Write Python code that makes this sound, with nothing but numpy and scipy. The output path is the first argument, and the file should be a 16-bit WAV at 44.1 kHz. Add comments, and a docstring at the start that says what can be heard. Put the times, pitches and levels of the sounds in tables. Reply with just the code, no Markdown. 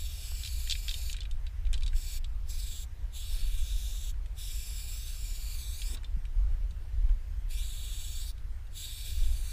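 """A spray can hisses in seven strokes, its turbulent jet close to a sheet-metal wall.
Echoes off wall, hand, arm and body interfere with the direct hiss and colour it as the hand moves.
The mixing ball strikes the can and excites the modes of its shell. All is heard by a small camera
in a resonant, closed housing, on which wind rumbles and two soft bumps land, over a faint outdoor wash."""
import sys
import numpy as np
from scipy import signal
from scipy.fft import rfft, irfft, next_fast_len
from scipy.io import wavfile
from scipy.ndimage import uniform_filter1d, map_coordinates

SR = 44100
rng = np.random.default_rng(int(sys.argv[2]) if len(sys.argv) > 2 else 0)


def pcm_store(signal):
    """Save signal as 16-bit PCM."""
    levels = np.round(np.clip(np.atleast_2d(signal), -1, 1) * 32767)
    wavfile.write(sys.argv[1], SR, levels.astype(np.int16).T)


N = 419832
FRAME = 512  # samples per short-time spectrum

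# Strength of the wind's buffeting: (time [s], level [dB])
GUSTS = [(0.0, -36), (1.59, -32.5), (1.72, -25.5), (1.99, -25.5), (2.01, -36), (2.38, -32.5), (3.29, -37),
         (3.34, -26), (4.4, -37.5), (6.34, -33), (6.389, -20), (6.81, -38.5), (7.08, -21), (7.19, -33.5),
         (7.5, -30.5), (8.99, -42), (9.25, -22.5), (9.52, -34.5)]


def amp(db):
    """Decibels to amplitude ratio."""
    return 10 ** (np.asarray(db) / 20)


def unit(x):
    """Normalisation to an rms of 1."""
    return x / np.sqrt(np.mean(x ** 2) + 1e-20)


def along(points, hz):
    """Interpolation of (frequency [Hz], value) points on a logarithmic frequency axis."""
    f, v = np.transpose(points)
    return np.interp(np.log(hz + 1), np.log(f + 1), v)


def curve(s, values):
    """Linear interpolation in time, one value per sample."""
    return np.interp(np.arange(N) / SR, s, values)


def wobble(rate):
    """Spline interpolation of random knots, `rate` of them a second."""
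    return map_coordinates(rng.standard_normal(int(N * rate / SR) + 4), [np.arange(N) * rate / SR])


def filtered(x, response):
    """Linear filtering: the spectrum of x times a frequency response."""
    m = 2 * next_fast_len(N // 2 + 4096)
    return irfft(rfft(x, m) * response(np.fft.rfftfreq(m, 1 / SR)), m)[..., :N]


def causal(gain):
    """Minimum-phase response with this gain: it rings only after its excitation."""
    cepstrum = irfft(np.log(gain + 1e-6))
    cepstrum[1:len(cepstrum) // 2] *= 2
    cepstrum[len(cepstrum) // 2 + 1:] = 0
    return np.exp(rfft(cepstrum))[:len(gain)]


def patchy_noise(depth_db, bins, frames):
    """Short-time spectrum of noise, amplitude-modulated in random patches of time and frequency."""
    hz, t, spectrum = signal.stft(rng.standard_normal(N), SR, nperseg=FRAME)
    field = rng.standard_normal(spectrum.shape)
    for _ in range(2):
        field = uniform_filter1d(uniform_filter1d(field, bins, 0), frames, 1)
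    return hz, t, spectrum * amp(depth_db * unit(field))


def echo(hz, delay_ms):
    """A delay is a phase lag proportional to frequency; one column per delay."""
    return np.exp(-2j * np.pi * hz[:, None] * delay_ms / 1000)


def housing(hz):
    """Resonances and antiresonances of the camera housing lift or thin the sound around them."""
    # Peaks and dips: (centre [Hz], width [Hz], gain [dB])
    resonances = [(1600, 195, 11.5), (2160, 60, -22), (2366, 122, 9.5), (3128, 122, -10.5),
                  (4175, 170, -9.5), (4546, 63, 6), (4750, 195, -9.5), (5214, 82, -21), (5280, 230, 9.5),
                  (5820, 940, -7.5), (7740, 540, 6.5), (11100, 180, 6)]
    return amp(sum(db / (1 + (2 * (hz - centre) / width) ** 2) for centre, width, db in resonances))


def reflections(hz, t):
    """Comb filtering: short echoes interfere with the direct sound, and the notches move with the hand."""
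    # Wall echo as the nozzle nears, leaves and turns: (time [s], delay [ms], treble amplitude [ratio])
    wall_path = [(0, 0.27, 0.27), (.18, 0.37, 0.47), (.4, 0.41, 0.65), (1.12, .43, 0.47),
                 (1.97, 0.39, 0.36), (2.18, 0.41, 0.077), (2.5, 0.18, 0.58), (2.65, 0.24, 0.35),
                 (2.85, 0.29, 0.6), (3.15, 0.29, 0.79), (3.38, 0.19, .3), (3.48, 0.31, 0.3),
                 (4.11, 0.31, 0.95), (4.39, 0.35, 0.27), (4.6, 0.378, 0.8), (4.9, 0.4, 0.78),
                 (5.07, 0.35, 0.26), (5.2, 0.39, 0.26), (5.5, 0.41, 0.5), (5.7, 0.518, 0.97),
                 (5.95, 0.33, 0.48), (7.5, 0.46, 0.52), (7.64, 0.26, 0.55), (8.15, 0.28, 0.56),
                 (8.31, .19, .75), (8.78, 0.27, 0.56), (9.1, 0.23, 0.18), (9.3, 0.45, .02), (9.52, .48, 1)]
    # Echo off the hand that holds the can: (time [s], delay [ms], amplitude [ratio])
    hand_path = [(0, 0.16, 0.13), (2.85, .14, 0.19), (3.33, 0.14, .05), (3.38, 0.051, 0.14),
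                 (3.56, 0.087, 0.28), (3.66, 0.18, 0.24), (4.11, 0.16, 0.32), (4.39, 0.55, 0.28),
                 (5.07, 0.51, 0.2), (5.2, 0.41, 0.28), (5.5, 0.45, 0.17), (5.7, 0.14, .02),
                 (5.95, .12, 0.37), (7.5, 0.092, 0.26), (8.31, .135, 0.18), (9.15, 0.088, 0.032),
                 (9.42, 0.11, 0.38)]
    at = np.clip(np.round(t * SR).astype(int), 0, N - 1)
    wall_s, *wall_columns = np.transpose(wall_path)
    wall_ms, wall_share = (np.interp(t, wall_s, column) for column in wall_columns)
    wall_ms += 0.008 * wobble(7)[at]  # hand tremor
    hand_s, *hand_columns = np.transpose(hand_path)
    hand_ms, hand_share = (np.interp(t, hand_s, column) for column in hand_columns)
    shade = 1 / (1 + (2200 / (hz[:, None] + 1)) ** 2)  # the hand shades the wall echo's long waves
    paths = 1 + wall_share * shade * echo(hz, wall_ms) + hand_share * echo(hz, hand_ms)
    treble = 1 / (1 + (5000 / (hz[:, None] + 1)) ** 4)
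    # Arm and body return only short waves, over longer paths that drift.
    for mean_ms, sway_ms, share in [(0.68, 0.03, 0.25), (0.85, 0.04, 0.24), (1.3, 0.06, 0.22)]:
        paths += share * treble * echo(hz, mean_ms + sway_ms * wobble(3)[at])
    return paths


def spray():
    """A turbulent jet radiates broadband noise while the valve is open; echoes and housing colour it."""
    # Jet spectrum: (frequency [Hz], relative spectral level [dB])
    nozzle = [(710, -39), (1200, -33), (3630, 0.5), (5870, -4.5), (7660, -9), (15300, -13)]
    # Valve timing of each stroke: (fully open [s], shuts [s])
    valve = [(-.05, 1.128), (1.965, 2.182), (2.499, 2.845), (3.149, 4.11), (4.386, 5.955), (7.508, 8.31),
             (8.776, 10)]
    # Each stroke: (press duration [s], start level [dB], end level [dB], tilt [dB/octave])
    strokes = [(.027, -47, -46, 0), (0.052, -48, -45.5, 0), (0.032, -46, -47.5, 0),
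               (0.033, -47.5, -47, -0.8), (0.026, -46.5, -47.5, 0.5), (0.023, -47, -46.5, -0.8),
               (0.049, -44, -52, 0.2)]
    open_s, shut_s = np.transpose(valve)
    press_s, start_db, end_db, tilt_db = np.transpose(strokes)
    hz, t, noise = patchy_noise(depth_db=1.0, bins=5, frames=24)
    stroke = np.clip(np.searchsorted(shut_s + 0.1, t), 0, len(strokes) - 1)
    tilt = amp(np.log2(np.clip(hz[:, None], 1500, None) / 5000) * tilt_db[stroke])
    jet = signal.istft(noise * reflections(hz, t) * tilt, SR, nperseg=FRAME)[1][:N]
    jet = unit(filtered(jet, lambda f: amp(along(nozzle, f)) * housing(f)))
    now, flow = np.arange(N) / SR, 0
    for full, press, shuts in zip(open_s, press_s, shut_s):
        travel = (now - full) / press
        opening = amp(21 * np.minimum(travel, 0)) * (travel > -1.4)  # a leak swells into the jet
        closing = np.clip((shuts - now) / 0.03 + 0.7, 0, 1) ** 2
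        flow += opening * closing
    level_db = curve(np.ravel(valve), np.ravel([start_db, end_db], "F"))
    sputter_db = 0.8 * wobble(60) + 0.8 * wobble(18)  # droplets make the flow uneven
    return jet * flow * amp(level_db + sputter_db)


def wind():
    """Slow pressure fluctuations on the housing rumble; gusts lift the lowest frequencies most."""
    # Pressure spectrum: (frequency [Hz], relative spectral level [dB])
    pressure = [(7.1, -50), (12, 0), (27, 1), (47, -1.5), (72, -10.5), (124, -30), (250, -53.5), (320, -52),
                (550, -120)]
    s, db = np.transpose(GUSTS)
    gust_db, mean_db = curve(s, db), np.mean(db)
    rumble = unit(filtered(rng.standard_normal(N), lambda f: amp(along(pressure, f))))
    deep = filtered(rumble, lambda f: 1 / (1 + (f / 60) ** 4))
    return deep * amp(gust_db) + (rumble - deep) * amp(mean_db + 0.16 * (gust_db - mean_db))


def outdoors():
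    """Distant ambient noise: gusts and rustles modulate its low part while the treble stays nearly even."""
    # Ambient spectrum: (frequency [Hz], relative spectral level [dB])
    ambient = [(120, -12.5), (200, -2), (300, -4), (1100, -8), (1580, -7), (2300, -10), (7270, -19),
               (13800, -23.5), (14400, -14), (15100, -37)]
    # Short swells of the wash: (time [s], half duration [s], lift [dB])
    rustles = [(0.319, 0.0035, 11.5), (1.744, 0.029, 5.5), (5.937, 0.057, 10), (6.525, 0.065, 2),
               (7.064, 0.16, 2)]
    s, db = np.transpose(GUSTS)
    hz, t, noise = patchy_noise(depth_db=1.67, bins=4, frames=8)
    swell_db = 0.17 * np.interp(t, s, db - np.mean(db))
    swell_db += sum(lift_db * np.exp(-((t - at) / half) ** 2) for at, half, lift_db in rustles)
    swell = amp(swell_db / (1 + (hz[:, None] / 2500) ** 2))
    wash = signal.istft(noise * swell, SR, nperseg=FRAME)[1][:N]
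    return amp(-62.5) * unit(filtered(wash, lambda f: amp(along(ambient, f))))


def rattle():
    """Impact excitation: each blow of the ball gives a dry crack and rings the shell's damped modes."""
    # Ball on the can wall: (time [s], relative level [dB], relative treble level [dB], pitch [Hz])
    blows = [(0.434, -29, -46, 3900), (0.4484, -25, -39, 3620), (0.4584, -28, -34, 4100),
             (0.474, -26, -55, 3990), (0.6731, -29, -39, 2777), (0.6974, -18, -38, 4260),
             (0.7084, -16.5, -42, 4350), (0.716, -20.5, -38, 4440), (0.7216, -18.5, -37, 3680),
             (0.7522, -28, -55, 2900), (0.8814, -23, -48, 3460), (0.892, -21.5, -54, 4100),
             (0.9106, -23, -44, 3450), (0.9408, -25.5, -32, 3240), (1.097, -27.5, -46, 2980),
             (1.1284, -27, -34, 4500), (1.142, -28.5, -50, 2480), (1.166, -31.5, -39.5, 3460),
             (1.1857, -36, -55, 2710), (1.2052, -33, -57, 4400), (1.2171, -34.5, -62, 3200),
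             (1.232, -37.5, -49, 3500), (1.2527, -35, -53, 2800), (1.3114, -36, -41.5, 3400),
             (1.466, -34, -62, 3160), (1.652, -43, -68, 3000), (1.668, -39.5, -56, 3200),
             (1.73, -28.5, -31.5, 2690), (1.74, -23.5, -42, 3570), (1.7775, -37, -44, 3630),
             (1.8073, -39, -50, 3680), (1.8216, -35, -50, 3120), (1.8324, -32, -41, 3750),
             (1.8624, -30.5, -40, 3640), (1.878, -29.5, -44, 3600), (1.931, -35, -53, 1650),
             (2.2434, -32.5, -54, 3820), (4.139, -42, -70, 1600), (4.2592, -44.5, -50.5, 2600),
             (5.8174, -26, -40, 3330), (5.946, -34, -47, 3480), (5.97, -35.5, -56, 3340),
             (6.0326, -37, -51, 1580), (6.0444, -35.5, -62, 3470), (6.2523, -39, -52, 2670),
             (6.708, -44, -50, 3690), (7.093, -42, -58, 1890), (8.3794, -45, -56, 3210),
             (8.668, -49, -60, 3300)]
    # Modes of the shell: (frequency [Hz], relative level [dB], 60 dB decay time [s])
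    modes = [(1600, -24, .06), (2550, -19, 0.03), (3190, -12, 0.035), (3620, -11, 0.05), (3940, -12, 0.05),
             (4510, -16, 0.04), (7000, -13, .025), (7640, -13, 0.02)]
    spread, off_pitch_db = 1.425, 14  # crack's band edge over its pitch; mode loss per octave off pitch
    out, t = np.zeros(N + SR), np.arange(SR // 5) / SR
    noises = rng.standard_normal((len(blows), 2, len(t)))
    spots_db = 4 * rng.standard_normal((len(blows), len(modes)))  # each blow lands on another spot
    detunings = 1 + 0.025 * rng.standard_normal(spots_db.shape)  # the changing grip shifts the modes
    sharp = signal.butter(2, [5500, 9500], "band", fs=SR, output="sos")
    attack = 1 - np.exp(-t / 0.00047)
    decay = amp(-60 * t / 0.018) + amp(-16.5 - 60 * t / 0.14)
    for (s, db, treble_db, pitch_hz), (low, high), spots, shifts in zip(blows, noises, spots_db, detunings):
        dull = signal.butter(2, [pitch_hz / spread, pitch_hz * spread], "band", fs=SR, output="sos")
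        crack = amp(db - 8.5) * unit(signal.sosfilt(dull, low))
        crack += amp(treble_db - 6.5) * unit(signal.sosfilt(sharp, high))
        ring = 0
        for (hz, mode_db, t60), spot_db, shift in zip(modes, spots, shifts):
            start_db = db + mode_db + spot_db - off_pitch_db * abs(np.log2(hz / pitch_hz))
            ring += amp(start_db - 60 * t / t60) * np.sin(2 * np.pi * hz * shift * t)
        out[round(s * SR):][:len(t)] += attack * (decay * crack + ring)
    # A milder share of the housing's colour, and a high-pass at 1300 Hz.
    return filtered(out[:N], lambda hz: causal(housing(hz) ** 0.61 * hz ** 4 / (hz ** 4 + 1300 ** 4)))


def bumps():
    """Soft impacts on the housing each excite a heavily damped 140 Hz oscillation."""
    # Bumps: (time [s], relative level [dB])
    thuds = [(6.167, -34.5), (6.725, -42.5)]
    out, t = np.zeros(N), np.arange(SR // 10) / SR
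    thud = (1 - np.exp(-t / 0.0035)) * amp(7 - 60 * t / 0.044) * np.sin(2 * np.pi * 140 * t)
    for s, db in thuds:
        out[round(s * SR):][:len(t)] += amp(db) * thud
    return out


def scene():
    """Superposition: the pressures of all sources add at one microphone."""
    return (spray() + rattle() + wind() + outdoors() + bumps())[None]


def record(dry):
    """Band limiting: the camera passes nothing above its cutoff."""
    cutoff_hz = 15420
    return filtered(dry, lambda hz: np.clip((cutoff_hz - hz) / 250, 0, 1) ** 2)


dry = scene()
out = record(dry)
pcm_store(out)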